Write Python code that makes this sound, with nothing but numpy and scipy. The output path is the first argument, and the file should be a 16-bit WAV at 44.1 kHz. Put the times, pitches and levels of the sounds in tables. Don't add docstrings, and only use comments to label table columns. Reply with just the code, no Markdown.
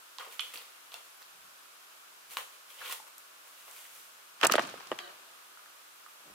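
import sys
import numpy as np
from scipy import signal
from scipy.io import wavfile
from scipy.ndimage import uniform_filter1d

SR = 44100
rng = np.random.default_rng(int(sys.argv[2]) if len(sys.argv) > 2 else 0)


def gain_from_db(level_db):
    decades = np.asarray(level_db, float) / 20
    return 10 ** decades


def dump_mix(stems):
    frames = np.atleast_2d(stems).T
    limited = np.clip(frames, -1, 1)
    pcm = np.round(limited * 32767).astype(np.int16)
    wavfile.write(sys.argv[1], SR, pcm)


N = 279653

# (time [s], peak [dB], ring [Hz], t60 [s], left-right [dB])
DULL_TICKS = [(0.185, -38, 997.3, 0.022, -3), (0.207, -36.5, 1160, 0.03, -5),
              (0.224, -43, 1099, 0.02004, -5), (.263, -46, 1003, 0.0217, -2),
              (0.277, -52, 492, 0.02007, 0.5), (0.394, -29, 1300, 0.01998, -4),
              (0.538, -39, 1266, 0.01138, -3), (0.55, -59.5, 310.9, 0.041, -2),
              (0.919, -50, 1001, 0.01023, 4.5), (0.9402, -42, 770, 0.016, -0.5),
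              (2.3692, -25, 1090, 0.011, -1), (2.816, -35.5, 1333, 0.041, 2.5),
              (2.846, -41, 1482, 0.019, -1.5), (2.9248, -33.5, 1080, 0.008, -6),
              (3.71, -55, 1121, 0.01293, -3), (5.572, -44.5, 1335, 0.025, -1.5),
              (5.592, -48, 1250, 0.00855, -20), (5.659, -45, 1430, 0.016, -5),
              (6.062, -40, 1292, 0.01291, -3)]
SHARP_TICKS = [(0.393, -23, 3090, 0.0202, -10), (0.3953, -23, 3000, 0.02544, -9.5),
               (0.4073, -31, 3063, 0.02036, -2), (.43, -41, 2994, 0.0197, -5.5),
               (0.436, -43, 3195, 0.0298, -5.5), (.45, -39, 2998, 0.02007, -3.5),
               (0.4174, -34, 2640, 0.0101, -6), (0.5385, -43, 2885, 0.0108, 9.5),
               (0.5571, -31, 2704, 0.0097, 1.5), (0.5742, -32, 4220, 0.01829, -10),
               (0.9187, -37, 2997, 0.00853, 3), (0.9408, -30.5, 3800, 0.013, -4),
               (0.955, -46, 3600, 0.00796, 1.5), (1.2256, -40, 4600, 0.01256, -4),
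               (2.7029, -43.5, 2944, 0.01682, 8), (2.9241, -51, 2820, 0.01308, -8.5),
               (3.764, -44, 2088, 0.01367, 7), (3.8517, -42.5, 2070, 0.018, -1)]
SLAP_TICKS = [(0.1838, -26, 3850, 0.012, -7), (.196, -39.5, 3199, .006, -5.5), (0.209, -38, 2400, .006, -6),
              (0.225, -45, 2407, .005, -3), (.312, -43, 3007, 0.00511, 0.5),
              (0.394, -24.5, 4202, 0.00551, -11), (0.9186, -46, 4240, 0.00372, 2.5),
              (2.369, -44, 5160, 0.003025, -10), (2.3693, -18.5, 2800, 0.0067, 1.5),
              (.941, -36, 5822, 0.004, -3), (2.925, -34, 4300, 0.0043, -9)]
THIN_TICKS = [
    (0.405, -27, 10270, 0.0364, -15),
    (0.5375, -39, 11770, 0.01566, -2),
    (0.9403, -30.5, 12800, 0.0356, -10.5),
    (2.371, -23, 11680, 0.02, -10),
    (2.9243, -21, 12500, 0.0249, -23),
    (3.1807, -27.5, 11140, 0.0132, 0),
    (3.7111, -32.5, 8500, 0.01235, 1.5),
]
# (time [s], peak [dB], ring [Hz], t60 [s], left-right [dB])
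PLATE_PINGS = [(0.9418, -39, 2720, 0.024, 2), (2.3695, -30.5, 1750, 0.015, 2),
               (2.3697, -45, 2100, 0.0136, -1), (3, -43, 870, 0.037, 0), (2.809, -44, 1770, .03, 0),
               (2.83, -45, 1400, .02, 0), (2.897, -39.5, 1050, .06, -2), (2.914, -47, 2950, .06, 0),
               (.399, -36, 3400, 0.085, -7), (.401, -41.5, 2450, 0.076, -4), (.272, -49, 470, 0.086, 0),
               (.196, -39, 3170, 0.022, -4), (2.8145, -44, 1700, .03, 0), (2.787, -43, 3100, .015, 0),
               (2.868, -42, 2600, .02, 0), (3.685, -56, 530, .06, -2)]
# (peak time [s], heel weight [dB], rise [s], fall [s], skin hiss re heel [dB])
PRESSES = [
    (0.2, -47.5, .015, 0.17, -6),
    (0.95, -52.5, 0.0115, 0.0753, -4),
    (1.22, -56, 0.027, 0.018, -1),
    (2.376, -42.5, 0.0055, 0.084, -0.5),
    (2.814, -54.5, 0.0072, 0.0944, -17),
    (3.08, -56, 0.034, 0.023, 0),
    (3.46, -65, 0.015, 0.18, 8),
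    (3.68, -57, 0.0274, 0.0786, -6.5),
]
# (peak time [s], heel weight [dB], rise [s], fall [s], skin hiss re heel [dB])
SLIDES = [(0.385, -69, 0.5767, 0.0206, 10.833), (0.44, -59.5, 0.051, 0.449, 6.26),
          (0.33, -58.5, .04, 0.056, 10.36), (0.539, -52, 0.0055, 0.035, 11.22),
          (0.56, -55, 0.0155, 0.13, 6.798), (0.922, -58, 0.004, 0.12, 4.69),
          (1.05, -71.5, 0.15, 0.36, 10.095), (2.318, -55.5, 0.036, 0.1136, 11.3),
          (2.54, -66.5, 0.16, 0.11, 7.2), (2.702, -64, 0.031, 0.22, 10.7), (2.8, -72, 0.11, 0.095, 3),
          (2.86, -52, .12, .13, 0.4), (2.924, -47.5, .15, 0.06369, 8.6),
          (3.61, -66.5, 0.206, 0.0746, 8.315), (3.79, -62, 0.31, 0.32, 12.3), (3.96, -64, .1, 0.21, 13)]
# (centre [Hz], width [Hz], level [dB])
PLATE_MODES = [(488, 103, 0.5), (1075, 320, 2), (1448.3, 41, 7), (1750, 480, -6)]
# (frequency [Hz], t60 [s])
TILE_T60 = [(250, 0.32), (1000, 0.3523), (3000, 0.268), (8000, 0.59), (16000, 0.1746)]
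# (time [s], peak [dB], case ring [Hz], upper ring re peak [dB], left-right [dB])
LOOSE_KNOCKS = [(4.4119, -29.5, 1500, -1, -5), (4.421, -31, 1210, -24.5, -13),
                (4.4298, -14.5, 1240, -5.5, 4), (4.433, -16.5, 1140, -4.5, -5), (4.4342, -16, 585, -12, -5),
                (4.4344, -22, 1205, 2, 12), (4.440, -12, 1438, -19, 2.5), (4.4433, -17, 920, -19.5, -8),
                (4.4454, -19.5, 613.1, -19.5, -7), (4.449, -17, 1401, -17, 9), (4.453, -17, 615.6, -3.5, 1),
                (4.4557, -20.5, 1200, -17, 8), (4.459, -18, 1260, -27.5, -6), (4.463, -20, 890, -16, -4),
                (4.497, -23, 1264, -7, -1), (4.497, -24, 1270, -21, -10), (4.5035, -27, 556, -17, -11),
                (4.512, -28, 1681, -7, 2), (4.52, -24.5, 1290, 3, 9), (4.5368, -17.5, 1189, -12.5, -12),
                (4.5381, -22, 1224, -15, -6.5), (4.542, -25, 564, -18.5, -20), (4.5533, -15, 590, -7, 1.5),
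                (4.58, -16, 1330, -13.5, 9), (4.5825, -16, 597.8, -20.5, -10), (4.5875, -20, 815, -14, -1),
                (4.5928, -15, 640, -14.5, -1), (4.5952, -22.5, 1016, -16.5, -11.5)]
# (time [s], peak [dB], case ring [Hz], upper ring re peak [dB], left-right [dB])
HELD_KNOCKS = [
    (4.739, -33.5, 526, -24.5, -6.5),
    (4.805, -38, 825, -23.5, 8),
    (4.9153, -23, 540.5, -14, 2),
    (4.918, -28.5, 920, -10, -3.5),
    (4.9235, -27, 606, -24.5, -7),
    (4.929, -38, 601.9, -5, 1),
    (4.988, -35, 1804, -10, -0.5),
    (4.9891, -42, 808, 4, 8),
]
# (time [s], peak [dB], centre [Hz], t60 [s], left-right [dB])
SNAPS = [(4.412, -28.5, 5626, 0.00893, -7.5), (4.4287, -28, 7000, 0.02753, 1.5),
         (4.433, -25, 5197, 0.01767, 2), (4.4365, -30.5, 8000, 0.0198, -1),
         (4.4475, -24, 12500, 0.01243, 4.5), (4.5201, -12.5, 11950, 0.0078, 0),
         (4.915, -37.5, 7166, 0.0095, 1), (4.441, -27, 4365, 0.0283, 5.5), (4.4472, -15, 6595, 0.0095, -3),
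         (4.4517, -21, 4270, 0.011, -8), (4.4678, -10, 8000, 0.011, -2), (4.47, -20, 7450, 0.014, -6),
         (4.513, -29, 5910, 0.03947, -8), (4.5206, -10.5, 6000, 0.0084, -1), (4.5357, -22, 5994, 0.012, -4),
         (4.5524, -34, 8590, 0.033, 3), (4.556, -28, 8770, 0.02003, 6), (4.563, -36, 7000, .012, -4),
         (4.5599, -28, 4030, 0.01863, -0.5), (4.5935, -31, 4130, 0.01712, 4.5),
         (4.6194, -34, 4613, 0.063, 1.5), (4.671, -34, 8000, 0.0123, -3), (4.6962, -34, 7300, 0.00903, 2),
         (4.8705, -39.5, 4431, 0.01204, -7), (4.9875, -31, 5994, 0.00654, -1)]
# (time [s], peak [dB], ring [Hz], t60 [s], left-right [dB])
CASE_PINGS = [(4.4215, -30, 1250, 0.034, -6), (4.4425, -14.5, 1330, 0.022, -4),
              (4.4445, -20, 600, 0.018, -1), (4.4968, -19.5, 1270, 0.024, -6),
              (4.5035, -31, 1300, .015, -4), (4.538, -18.5, 1267, 0.024, -5),
              (4.5425, -17.5, 580, 0.02, -6), (4.5945, -24, 1500, .01, -3), (4.4535, -29, 3300, .012, -3),
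              (4.473, -37, 2570, 0.024, -3), (4.5235, -21.5, 4480, 0.012, 0), (4.581, -31, 3100, .02, 0),
              (4.625, -47, 1754, .12, 0), (4.742, -49.5, 1260, .25, -2), (4.9165, -19, 1150, 0.0084, 0),
              (4.924, -28, 1190, .012, -2), (4.9166, -29, 3000, 0.012, 7), (4.9895, -30.5, 3250, 0.019, 7),
              (4.989, -36, 1950, 0.019, 1)]
# (centre [Hz], width [Hz], level [dB])
CASE_MODES = [(352, 64, 1), (660, 270, -1.5), (1210, 207.9, -1), (1890, 180, -4.5)]
# (peak time [s], rub [dB], rise [s], fall [s], brightness re rub [dB])
GRABS = [
    (4.441, -48, 0.031, 0.041, 17.5),
    (4.518, -40, 0.01547, 0.1, 9.5),
    (4.602, -42.5, .03, .17, 4),
    (4.935, -51, .03, 0.013, -0.5),
    (6.28, -62.5, 0.092, 0.41, -19),
]
# (peak time [s], rub [dB], rise [s], fall [s], brightness re rub [dB])
SHIFTS = [
    (4.68, -54, 0.098, 1, 4),
    (4.992, -56.5, 0.0044, 0.038, 13.5),
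    (5.1, -56.5, 0.0503, 0.20125, -1),
    (5.2, -68, 0.092, 0.834, -15),
    (5.7, -62, 0.025, 0.0215, -5),
    (6.202, -63, 0.02761, 0.0287, -12),
]
# (time [s], level [dB])
CREAK = [(4.994, -52.5), (5.0, -47), (5.098, -52), (5.15, -77)]
# (centre [Hz], width [Hz], level [dB])
CREAK_RINGS = [(355, 45, -13), (577, 50, -10), (700, 30, -7), (1190, 130, -12), (1560, 130, -6),
               (1870, 90, -10), (3030, 300, -10), (3850, 120, -12), (4380, 160, -11)]
# (peak time [s], rumble [dB], rise [s], fall [s], boards re rumble [dB])
SHAKES = [(0.23, -96.5, 0.222, 0.256, 6), (0.44, -96, .2, 0.4055, -2.5), (0.58, -87.5, 0.3005, 0.0808, 10),
          (0.94, -85.5, 0.0793, 0.1202, -8), (1.34, -83, 0.0778, 0.23, 4.5), (1.45, -90, 0.137, 0.1054, 21),
          (2.3, -87, 0.0998, 0.1414, 10), (2.44, -90, 0.1149, 0.1006, 5.5), (2.78, -97, 0.12, 0.89, 0),
          (3.0, -88.5, 0.37, 0.063, 4), (3.9, -89.5, 0.47, 0.33, 4.5), (4.45, -72, 0.032, 0.122, 28),
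          (4.6, -92, 0.355, 0.9, 17), (4.73, -81, 0.27, 0.22, 22), (4.92, -87, 0.032, 0.1117, 34),
          (5.03, -95, .2, 0.95, 3), (5.86, -100, 0.24, 0.81, -5.5), (6.32, -73, 0.05, 0.31, 10)]
# (frequency [Hz], level per Hz [dB])
AIR_SPECTRUM = [(71, -62.5), (120, -27), (209, -21.5), (350, -11.5), (458, -11), (624, -6), (782, -7),
                (1160, -0.5), (1390, -0.5), (1980, -7.5), (2750, -5.5), (4790, -9.5), (12900, -12.5),
                (15500, -15), (16500, -49.5)]
# (frequency [Hz], left-right likeness [-1..1])
AIR_LIKENESS = [(60, 0.218), (180, 0.49), (550, -0.17), (1650, -0.087), (4970, -0.061), (15000, 0.26)]


def ticks():
    out = np.zeros((2, N))
    colours = [(0.42, DULL_TICKS), (0.49, SHARP_TICKS), (0.75, SLAP_TICKS), (0.9, THIN_TICKS)]
    for width_share, rows in colours:
        for s, peak_db, ring_hz, t60_s, pan_db in rows:
            blow = burst(t60_s, same=0.77, spike=9)
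            ring = above(steep(blow, ring_hz, width_share * ring_hz), 258)
            add(out, s, peaked(ring, peak_db), np.clip(pan_db, -8, 8))
    return out


def pings(rows):
    out = np.zeros((2, N))
    t = np.arange(6000) / SR
    for s, peak_db, ring_hz, t60_s, pan_db in rows:
        decay = gain_from_db(peak_db - 60 * t / max(t60_s, 0.003))
        add(out, s, decay * np.sin(2 * np.pi * ring_hz * t) * np.ones((2, 1)), pan_db)
    return above(above(out, 260), 200)


def scuffs():
    out = np.zeros((2, N))
    for plate_ring_db, rows in [(-3, PRESSES), (6.5, SLIDES)]:
        for *shape, hiss_db in rows:
            s, level_db = swell(*shape)
            rub = grainy(len(level_db), same=0.29, per_s=500, spread_db=-1)
            heel = evened(above(body(rub, PLATE_MODES), 280))
            plate = evened(steep(rub, 2970, 2360))
            hiss = evened(above(rub, 4900))
            add(out, s, gain_from_db(level_db) * (heel + gain_from_db(plate_ring_db) * plate + gain_from_db(hiss_db) * hiss))
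    return out


def room(x):
    taps = np.zeros((2, SR // 2))
    at = np.arange(160, SR // 2 - 20, 20) + rng.integers(0, 20, (2, (SR // 2 - 161) // 20))
    np.put_along_axis(taps, at, rng.choice([-1., 1.], at.shape), 1)
    hz, t, z = signal.stft(taps, SR, nperseg=256)
    decay = gain_from_db(-60 * t / read(TILE_T60, hz)[:, None])
    tail = signal.istft(z * decay, SR, nperseg=256)[1]
    tail = tail / np.linalg.norm(tail[0])
    return signal.fftconvolve(x.mean(0)[None], tail, axes=1)[:, :N]


def knocks():
    out = np.zeros((2, N))
    for chatter_t60_s, rows in [(0.013, LOOSE_KNOCKS), (0.006, HELD_KNOCKS)]:
        for s, peak_db, ring_hz, upper_db, pan_db in rows:
            blow = burst(chatter_t60_s, same=0.6, spike=12)
            ring = steep(blow, ring_hz, 0.63 * ring_hz)
            shell = gain_from_db(-7) * body(blow, CASE_MODES)
            thump_gain = gain_from_db(-2.5) * min(600 / ring_hz, 1) ** 1.7
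            low = above(ring + shell + thump_gain * steep(blow, 445, 240), 168.4)
            low = above(below(low, 5000), 150)
            upper = steep(burst(chatter_t60_s, same=0.01933, spike=1.2), 2790, 991.7)
            knock = peaked(low, peak_db) + peaked(upper, peak_db + upper_db + 3.5)
            add(out, s, knock, np.clip(pan_db, -8, 8))
    return out


def snaps():
    out = np.zeros((2, N))
    for s, peak_db, centre_hz, t60_s, pan_db in SNAPS:
        blow = above(burst(t60_s, same=-0.072, spike=0), 2400)
        snap = resonate(blow, centre_hz, 0.33 * centre_hz) + 0.15 * blow
        add(out, s, peaked(snap, peak_db), pan_db)
    return out


def hand():
    out = np.zeros((2, N))
    for thump_db, rows in [(-2.5, GRABS), (-18.5, SHIFTS)]:
        for *shape, bright_db in rows:
            s, level_db = swell(*shape)
            rub = grainy(len(level_db), same=0.04, per_s=860, spread_db=-0.5)
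            shell = evened(above(body(rub, CASE_MODES), 400))
            bright = evened(steep(rub, 1900, 3700))
            thump = evened(above(steep(rub[0] + 0.13 * rub, 283, 324), 76))
            add(out, s, gain_from_db(level_db) * (shell + gain_from_db(bright_db) * bright + gain_from_db(thump_db) * thump))
    return out


def creak():
    out = np.zeros((2, N))
    time_s, points_db = np.transpose(CREAK)
    t = np.arange(time_s[0], time_s[-1], 1 / SR)
    level_db = np.interp(t, time_s, points_db)
    soft_ends = np.clip(np.minimum(t - time_s[0], time_s[-1] - t) / 0.003, 0, 1)
    rub = grainy(len(t), same=0.32, per_s=530, spread_db=2.5)
    rings = evened(sum(gain_from_db(db) * steep(rub, hz, width) / np.sqrt(width) for hz, width, db in CREAK_RINGS))
    sag = 0.09
    slowing = np.cumsum(np.linspace(1 + sag / 2, 1 - sag / 2, len(t)))
    sinking = np.array([np.interp(slowing, np.arange(len(t)), side) for side in rings])
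    add(out, time_s[0], soft_ends * gain_from_db(level_db) * sinking)
    return out


def rumble():
    deep_band = signal.butter(2, [25, 100], "band", fs=SR, output="sos")
    deep = signal.sosfilt(deep_band, pair(N, 0.19))
    boards = above(steep(pair(N, 0.65), 163, 153), 94)
    still_db, still_boards_db = -104, 7.5
    shake = np.ones((2, N)) * gain_from_db([[still_db], [still_db + still_boards_db]])
    for *shape, boards_db in SHAKES:
        s, level_db = swell(*shape)
        add(shake, s, gain_from_db([level_db, level_db + boards_db]))
    return shake[0] * evened(deep) + shake[1] * gain_from_db(-8.5) * evened(boards)


def whine():
    return gain_from_db(-93) * evened(steep(pair(N, 0.5), 12800, 150))


def air():
    frames, hz = N // 256 + 5, np.fft.rfftfreq(1024, 1 / SR)
    a, b, c, d, patches = rng.standard_normal((frames, 513, 5)).T
    patches = evened(uniform_filter1d(uniform_filter1d(patches, 12, 0), 14, 1))
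    same = np.clip(read(AIR_LIKENESS, hz), -1, 1)[:, None]
    left = a + 1j * b
    right = same * left + np.sqrt(1 - same ** 2) * (c + 1j * d)
    z = np.array([left, right]) * gain_from_db(read(AIR_SPECTRUM, hz)[:, None] + 0.13 * patches)
    return gain_from_db(-54.5) * evened(signal.istft(z, nperseg=1024, noverlap=768)[1][:, :N])


def swell(s, peak_db, rise_s, fall_s):
    rise_s, fall_s = np.clip([rise_s, fall_s], 0.003, 1.5)
    t = np.arange(max(s - 2 * rise_s, 0), min(s + 2 * fall_s, N / SR), 1 / SR)
    return t[0], peak_db - 20 * np.maximum((s - t) / rise_s, (t - s) / fall_s)


def burst(t60_s, same, spike):
    chatter = pair(2000, same) * gain_from_db(-60 * np.arange(2000) / SR / max(t60_s, 0.002))
    blow = spike * signal.unit_impulse(2000, 2)
    return np.pad(chatter + blow, ((0, 0), (SR // 1200, 0)))


def grainy(size, same, per_s, spread_db):
    slip_gain = gain_from_db(spread_db * np.minimum(rng.exponential(1, size), 4))
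    slips = (rng.random(size) < per_s / SR) * slip_gain
    return pair(size, same) * (1 + signal.lfilter([1], [1, -0.97], slips))


def pair(size, same):
    a, b = rng.standard_normal((2, size))
    same = np.clip(same, -1, 1)
    return np.array([a, same * a + np.sqrt(1 - same ** 2) * b])


def body(x, modes):
    return sum((-1) ** k * gain_from_db(db) * resonate(x, hz, width) for k, (hz, width, db) in enumerate(modes))


def resonate(x, hz, width):
    return signal.lfilter(*signal.iirpeak(min(hz, SR / 2.2), max(hz / width, 0.3), SR), x)


def steep(x, hz, width):
    return resonate(resonate(x, hz, width), hz, width)


def above(x, hz):
    return signal.sosfilt(signal.butter(3, hz, "high", fs=SR, output="sos"), x)


def below(x, hz):
    return signal.sosfilt(signal.butter(8, hz, fs=SR, output="sos"), x)


def evened(x):
    return x / np.sqrt(np.mean(x ** 2) + 1e-20)


def peaked(x, db):
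    return gain_from_db(db) * x / np.sqrt((x ** 2).mean(0).max())


def read(points, hz):
    f, value = np.transpose(points)
    return np.interp(np.log(hz + 1), np.log(f + 1), value)


def add(mix, s, sound, pan_db=0):
    part = mix[:, round(s * SR):][:, :sound.shape[1]]
    part += sound[:, :part.shape[1]] * gain_from_db([[pan_db / 2], [-pan_db / 2]])


def scene():
    tick = ticks() + pings(PLATE_PINGS)
    scuff = scuffs()
    case = knocks() + snaps() + pings(CASE_PINGS)
    glass = tick + gain_from_db(-1) * steep(tick, 3100, 830)
    wet = room(gain_from_db(-3.5) * glass + gain_from_db(-5.5) * scuff + gain_from_db(-13) * resonate(case, 1250, 2700))
    feet = below(tick, 14200) + below(scuff + wet, 15500)
    grip = below(case, 15600) + hand() + creak()
    return feet + grip + rumble() + whine() + air()


def roll_off(x):
    return signal.sosfilt(signal.butter(12, 16700, fs=SR, output="sos"), x)


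def record(dry):
    edge_hz = 16300
    mix = below(below(above(dry, 20), edge_hz), edge_hz)
    return roll_off(mix)


dry = scene()
out = record(dry)
dump_mix(out)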